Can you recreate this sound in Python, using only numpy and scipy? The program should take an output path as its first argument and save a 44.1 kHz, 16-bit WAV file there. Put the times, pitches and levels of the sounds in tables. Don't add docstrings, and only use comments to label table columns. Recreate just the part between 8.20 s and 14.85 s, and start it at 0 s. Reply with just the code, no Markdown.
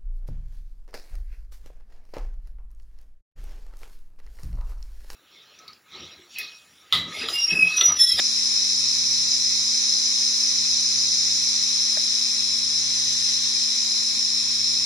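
import sys
import numpy as np
from scipy import signal
from scipy.fft import rfft, irfft
from scipy.io import wavfile
from scipy.ndimage import uniform_filter1d

SR = 44100
rng = np.random.default_rng(int(sys.argv[2]) if len(sys.argv) > 2 else 0)


def generate_wav(sig):
    pcm = np.round(np.clip(np.atleast_2d(sig).T, -1, 1) * 32767).astype(np.int16)
    wavfile.write(sys.argv[1], SR, pcm)


def gain_from_db(level_db):
    decades = np.asarray(level_db, float) / 20
    return 10 ** decades


N = 293378


def evened(x):
    return x / np.sqrt(np.mean(x ** 2) + 1e-20)


def blotches(shape, wide, long):
    x = rng.standard_normal(shape[::-1]).T
    for _ in range(2):
        x = uniform_filter1d(x, wide, axis=-2)
        x = uniform_filter1d(x, long, axis=-1)
    return evened(x)


def shading(table, hz):
    bells = 0
    for f, width, left, right in table:
        bells = bells + np.exp(-2 * ((hz - f) / width) ** 2) * np.array([[left], [right]])
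    return bells[..., None]


# t/s, turn/steps, tip/steps
HAND_MOVES = [(0.0, 0.61, 0.5), (1.2, -0.79, 0.3), (1.8, -0.8, -0.2), (2.65, -1.4, 0), (3.6, 0.11, -0.7),
              (4.0, 0.53, -.9), (4.3, 3.1, 1.2), (4.9, -0.98, -3.5), (5.3, 1.1, -1.5), (5.8, 0.9, 1),
              (6.2, 2.4, 1.3), (6.65, 1.8, 2)]
# f/Hz, width/Hz, left level/dB per step, right level/dB per step
TURN_SHADING = [(2550, 450, -.8, -0.46), (3360, 360, 1.2, 0.5), (4160, 550, -0.2, 0.1),
                (4930, 490, -0.9, -1), (5540, 290, 1.36, .5), (6250, 840, -1, -2.5), (6380, 330, 1.2, 1.5),
                (6800, 640, -0.9, 0), (9100, 370, -1.2, 0.3), (9800, 500, .7, -1.1), (11100, 500, 1, -2.4)]
# f/Hz, width/Hz, left level/dB per step, right level/dB per step
TIP_SHADING = [(1720, 460, -.6, -0.6), (2470, 300, 1, 0.61), (3260, 800, -1, -1.1), (5300, 900, 0.34, 1),
               (6170, 360, -1.4, -1.3), (7060, 400, 1.8, 1), (7400, 320, -1.1, -.8),
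               (12100, 3400, -0.7, -0.17)]


def hand_shading(hz, t):
    s, turn, tip = np.transpose(HAND_MOVES)
    turn_db = shading(TURN_SHADING, hz) * np.interp(t, s, turn)
    return turn_db + shading(TIP_SHADING, hz) * np.interp(t, s, tip)


# f/Hz, left level/dB per Hz, right level/dB per Hz, likeness of the ports/0-1, right phase/rad
AIR_SPECTRUM = [(22, -91.0, -91.4, 0.76, 0.0), (65, -85.3, -85.7, 0.83, 0.05),
                (323, -83.7, -83.6, 0.78, 0.03), (754, -87.5, -87.8, 0.82, -0.03),
                (1055, -83.0, -83.0, 1, 0.02), (1357, -83.5, -83.2, 0.95, -0.06),
                (1486, -86.2, -86.0, 0.87, -0.0), (1916, -77.4, -77.8, 0.99, -0.13),
                (2089, -77.6, -76.3, 0.81, -0.29), (2519, -77.0, -67.9, 0.87, -1.72),
                (2735, -79.9, -73.5, 0.72, -2.78), (2885, -78.1, -76.6, 0.72, -3.53)]
JET_SPECTRUM = [(2907, -78.4, -76.1, 0.63, -3.5), (3079, -75.6, -76.9, 0.14, -4.66),
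                (3122, -74.3, -76.2, 0.12, -0.46), (3338, -71.5, -70.9, 0.38, -8.72),
                (3553, -68.6, -64.6, 0.65, -9.17), (3725, -63.3, -60.6, 0.68, -10.65),
                (4113, -55.6, -58.6, 0.64, -13.24), (4371, -60.6, -64.6, 0.85, -14.9),
                (4544, -66.4, -65.9, 0.74, -15.46), (4716, -62.9, -62.6, 0.46, -17.58),
                (5017, -51.0, -56.0, 0.88, -18.7), (5276, -47.3, -52.4, 0.89, -18.83),
                (5534, -56.0, -53.1, 0.69, -19.85), (5685, -59.4, -55.1, 0.44, -22.38)]
SPLASH_SPECTRUM = [(5706, -58.5, -55.6, 0.65, -23.04), (5922, -57.3, -54.4, 0.92, -24.58),
                   (6481, -67.3, -61.7, 0.54, -27.7), (6611, -68.7, -62.3, 0.41, -29.92),
                   (6869, -65.4, -62.7, 0.86, -31.79), (7041, -66.3, -66.4, 0.64, -32.21),
                   (7515, -67.3, -79.3, 0.21, -35.66), (7644, -73.8, -82.9, 0.38, -35.98),
                   (7730, -91.0, -94.0, 0.16, -36.9), (7817, -78.8, -83.3, 0.49, -36.89),
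                   (7860, -76.8, -81.2, 0.47, -36.36), (8333, -80.0, -76.2, 0.67, -38.16),
                   (8635, -82.2, -81.0, 0.21, -40.07), (8786, -82.1, -79.6, 0.15, -41.82)]
MIST_SPECTRUM = [(8807, -83.1, -78.0, 0.13, -42.79), (9238, -73.8, -72.7, 0.67, -46.37),
                 (9711, -79.2, -79.2, 0.43, -44.37), (10357, -83.2, -73.1, 0.81, -45.89),
                 (10831, -88.1, -84.0, 0.45, -46.16), (11391, -91.4, -82.5, 0.61, -46.32),
                 (11779, -98.1, -93.9, 0.16, -46.24), (12080, -96.2, -89.1, 0.45, -45.84),
                 (13587, -103.2, -93.8, 0.28, -43.52), (13975, -99.7, -97.3, 0.42, -43.83),
                 (14836, -102.6, -96.6, 0.2, -43.41), (15310, -105.4, -104.9, 0.12, -46.53),
                 (15698, -105.2, -100.7, 0.09, -51.33), (15784, -120.6, -119.0, 0.25, -48.02)]
PART_TRIM = [0.4, 0.18, 0.11, 0.43]


def spray(patchy_db=0.5, drift_db=0.5, gust_db=0.18, top_flicker_db=0.0):
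    frames, hz = N // 512 + 5, np.fft.rfftfreq(2048, 1 / SR)
    t = np.arange(frames) * 512 / SR
    shape = (len(hz), frames)
    column = hz[:, None]

    parts = (AIR_SPECTRUM, JET_SPECTRUM, SPLASH_SPECTRUM, MIST_SPECTRUM)
    knots, left_db, right_db, like, phase = np.concatenate(parts).T
    trim_db = np.repeat(PART_TRIM, [len(p) for p in parts])
    curves = (left_db + trim_db, right_db + trim_db, like, phase)
    left_db, right_db, like, phase = (np.interp(np.log(hz + 1), np.log(knots), c)[:, None] for c in curves)
    like = np.minimum((1 + 0.09 * (column > 1800)) * like, 1)
    left_db += np.clip(column / 2000 - 5, 0, 1)

    top_lift_db = 3.5 * np.clip(column / 500 - 29.6, 0, 1)
    rumble_cut_db = -3 * np.log2(1 + (46 / (column + 1)) ** 4) + 0.8 * (column < 220)
    level_db = rumble_cut_db + top_lift_db + np.zeros(shape)
    level_db += patchy_db * blotches(shape, wide=12, long=4)
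    gust_depth_db = gust_db + top_flicker_db * np.clip(column / 6000 - 1.5, 0, 1)
    level_db += gust_depth_db * blotches(shape, wide=120, long=2)
    drift = drift_db * np.clip(column / 5000, 0.3, 2.5) * blotches((2,) + shape, wide=10, long=35)

    a, b, c, d = rng.standard_normal((frames, len(hz), 4)).T
    near = a + 1j * b
    own = c + 1j * d
    far = (like * near + np.sqrt(1 - like ** 2) * own) * np.exp(1j * phase)
    z = np.array([near * gain_from_db(left_db), far * gain_from_db(right_db)])
    z = z * gain_from_db(level_db + hand_shading(hz, t) + drift) * (column < knots[-1])
    sound = signal.istft(z, nperseg=2048, noverlap=1536)[1][:, :N]
    power = np.sum(gain_from_db(left_db) ** 2 + gain_from_db(right_db) ** 2) / 2 * hz[1]
    return np.sqrt(power) * evened(sound)


def yard(x, echo_db=-10.5, low_db=-5, first_s=0.004, t60=0.16, split_hz=1800):
    t = np.arange(4096) / SR
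    shape = (2, 3, len(t))
    taps = rng.standard_normal(shape) * (rng.random(shape) < 0.05)
    taps *= (t > first_s) * np.minimum(t / 0.012, 1) * gain_from_db(-60 * t / t60)
    low = signal.lfilter(*signal.butter(2, split_hz, fs=SR), taps[:, 2:])
    own = signal.lfilter(*signal.butter(2, split_hz, "high", fs=SR), taps[:, :2])
    echoes = gain_from_db(low_db) * low + own
    echoes /= np.linalg.norm(echoes, axis=-1, keepdims=True)
    angle = np.pi / 2 * np.arange(N) / N
    wet = 0
    for weight, echo in zip((np.cos(angle), np.sin(angle)), echoes):
        wet = wet + weight * signal.oaconvolve(x, echo, axes=1)[:, :N]
    return (x + gain_from_db(echo_db) * wet) / np.sqrt(1 + gain_from_db(2 * echo_db))


# f/Hz, level/dB rms
HUM_TONES = [(44, -80), (58.6, -78), (86, -77), (117.26, -57), (117.78, -63), (120.05, -72), (234.51, -51),
             (240.1, -74), (351.77, -77), (586.3, -76), (703.5, -77), (1000.58, -64), (1172.6, -74),
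             (1342, -76)]


def hum(level_db=-0.37, in_step_s=0.99, waver_db=0.3, pan_db=0.9, lead_s=0.0001):
    t = np.arange(N) / SR - in_step_s
    waver = np.interp(t, np.linspace(t[0], t[-1], 30), rng.standard_normal(30))
    lead = np.array([[0], [lead_s]])
    tones = 0
    for hz, db in HUM_TONES:
        tones = tones + np.sqrt(2) * gain_from_db(db) * np.cos(2 * np.pi * hz * (t + lead))
    return tones * gain_from_db(level_db + waver_db * waver) * gain_from_db([[pan_db / 2], [-pan_db / 2]])


# t/s, right level/dB, left level relative to right/dB, pitch/share, upper modes' level/dB
TOUCHES = [
    (3.7685, -25, -20, 1, 0),
    (5.9697, -40, 0, .37, -20),
]
# f/Hz, level/dB, rise/s, fall by 60 dB/s
BODY_MODES = [(610, 0, .0065, .024), (880, -11, .005, .03), (1200, -13, .004, .016),
              (1600, -5, .0042, .014), (1830, -3, .0042, .012), (2300, -11, .007, .012)]


def tap():
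    out, t = np.zeros((2, N)), np.arange(2000) / SR
    for s, right_db, left_db, pitch, upper_db in TOUCHES:
        ports = gain_from_db([[right_db + left_db], [right_db]])
        place = out[:, round(s * SR):][:, :len(t)]
        for hz, db, rise, t60 in BODY_MODES:
            mode_db = db + upper_db * (hz > BODY_MODES[0][0])
            swell = np.sin(np.pi / 2 * np.minimum(t / rise, 1)) ** 2
            fall = gain_from_db(mode_db - 60 * np.maximum(t - rise, 0) / t60)
            place += ports * swell * fall * np.sin(2 * np.pi * pitch * hz * t)
    return out


# f/Hz, left level/dB, right level/dB
SILENCE_MARGIN = [(8300, -14, -14), (8700, -3, -3), (9100, -14, -16), (10800, -5, -7), (11800, 0, -1),
                  (12600, -2.5, -3.5), (14500, -1.5, -4), (15000, -.5, -1.5), (15150, 2.5, 2.5),
                  (15800, 2, 2)]


def faint_bands_lost(x, swing_db=3.0, scatter_db=3.5, masked_db=-7.5):
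    hz, t, z = signal.stft(x, SR, nperseg=1024, noverlap=768)
    band, block = np.arange(len(hz)) // 6, np.arange(len(t)) // 4 * 4
    band_hz = hz[::6]
    edge_hz, *margins = np.transpose(SILENCE_MARGIN)

    def band_db(z, size=12):
        power = np.add.reduceat(abs(z) ** 2, np.arange(0, len(hz), 6), axis=-2) / 6
        return 10 * np.log10(uniform_filter1d(power, size=size, axis=-1) + 1e-20)

    swing = np.tanh(evened(uniform_filter1d(rng.standard_normal(len(t)), size=10)))
    scatter = scatter_db * blotches((3, band[-1] + 1, len(t)), wide=1, long=7)
    margin_db = np.array([np.interp(band_hz, edge_hz, m, left=-99) for m in margins])[..., None]
    usual_db = uniform_filter1d(band_db(z), size=60, axis=-1)
    limit_db = usual_db + margin_db + swing_db * swing + scatter[:2]
    z = z * (band_db(z) > limit_db)[:, band][:, :, block]

    mid, side = (z[0] + z[1]) / 2, (z[0] - z[1]) / 2
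    loud_db = -99 * (abs(band_hz - 5300) < 2100)[:, None]
    cover_db = band_db(side) + masked_db + loud_db + scatter[2]
    mid = mid * (band_db(mid) > cover_db)[band][:, block]
    return signal.istft(np.array([mid + side, mid - side]), SR, nperseg=1024, noverlap=768)[1][:, :N]


def narrow_gap(x, gap_hz=7733, width_hz=45, depth_db=-13):
    hz = np.fft.rfftfreq(N, 1 / SR)
    gap = gain_from_db(depth_db * np.exp(-2 * ((hz - gap_hz) / width_hz) ** 2))
    return irfft(rfft(x, axis=1) * gap, N, axis=1)


def scene():
    return yard(spray()) + hum() + tap()


def low_pass(x):
    return signal.sosfilt(signal.butter(12, 15765, fs=SR, output="sos"), x)


def record(dry):
    mix = narrow_gap(faint_bands_lost(dry))
    return low_pass(mix)


dry = scene()
out = record(dry)
generate_wav(out)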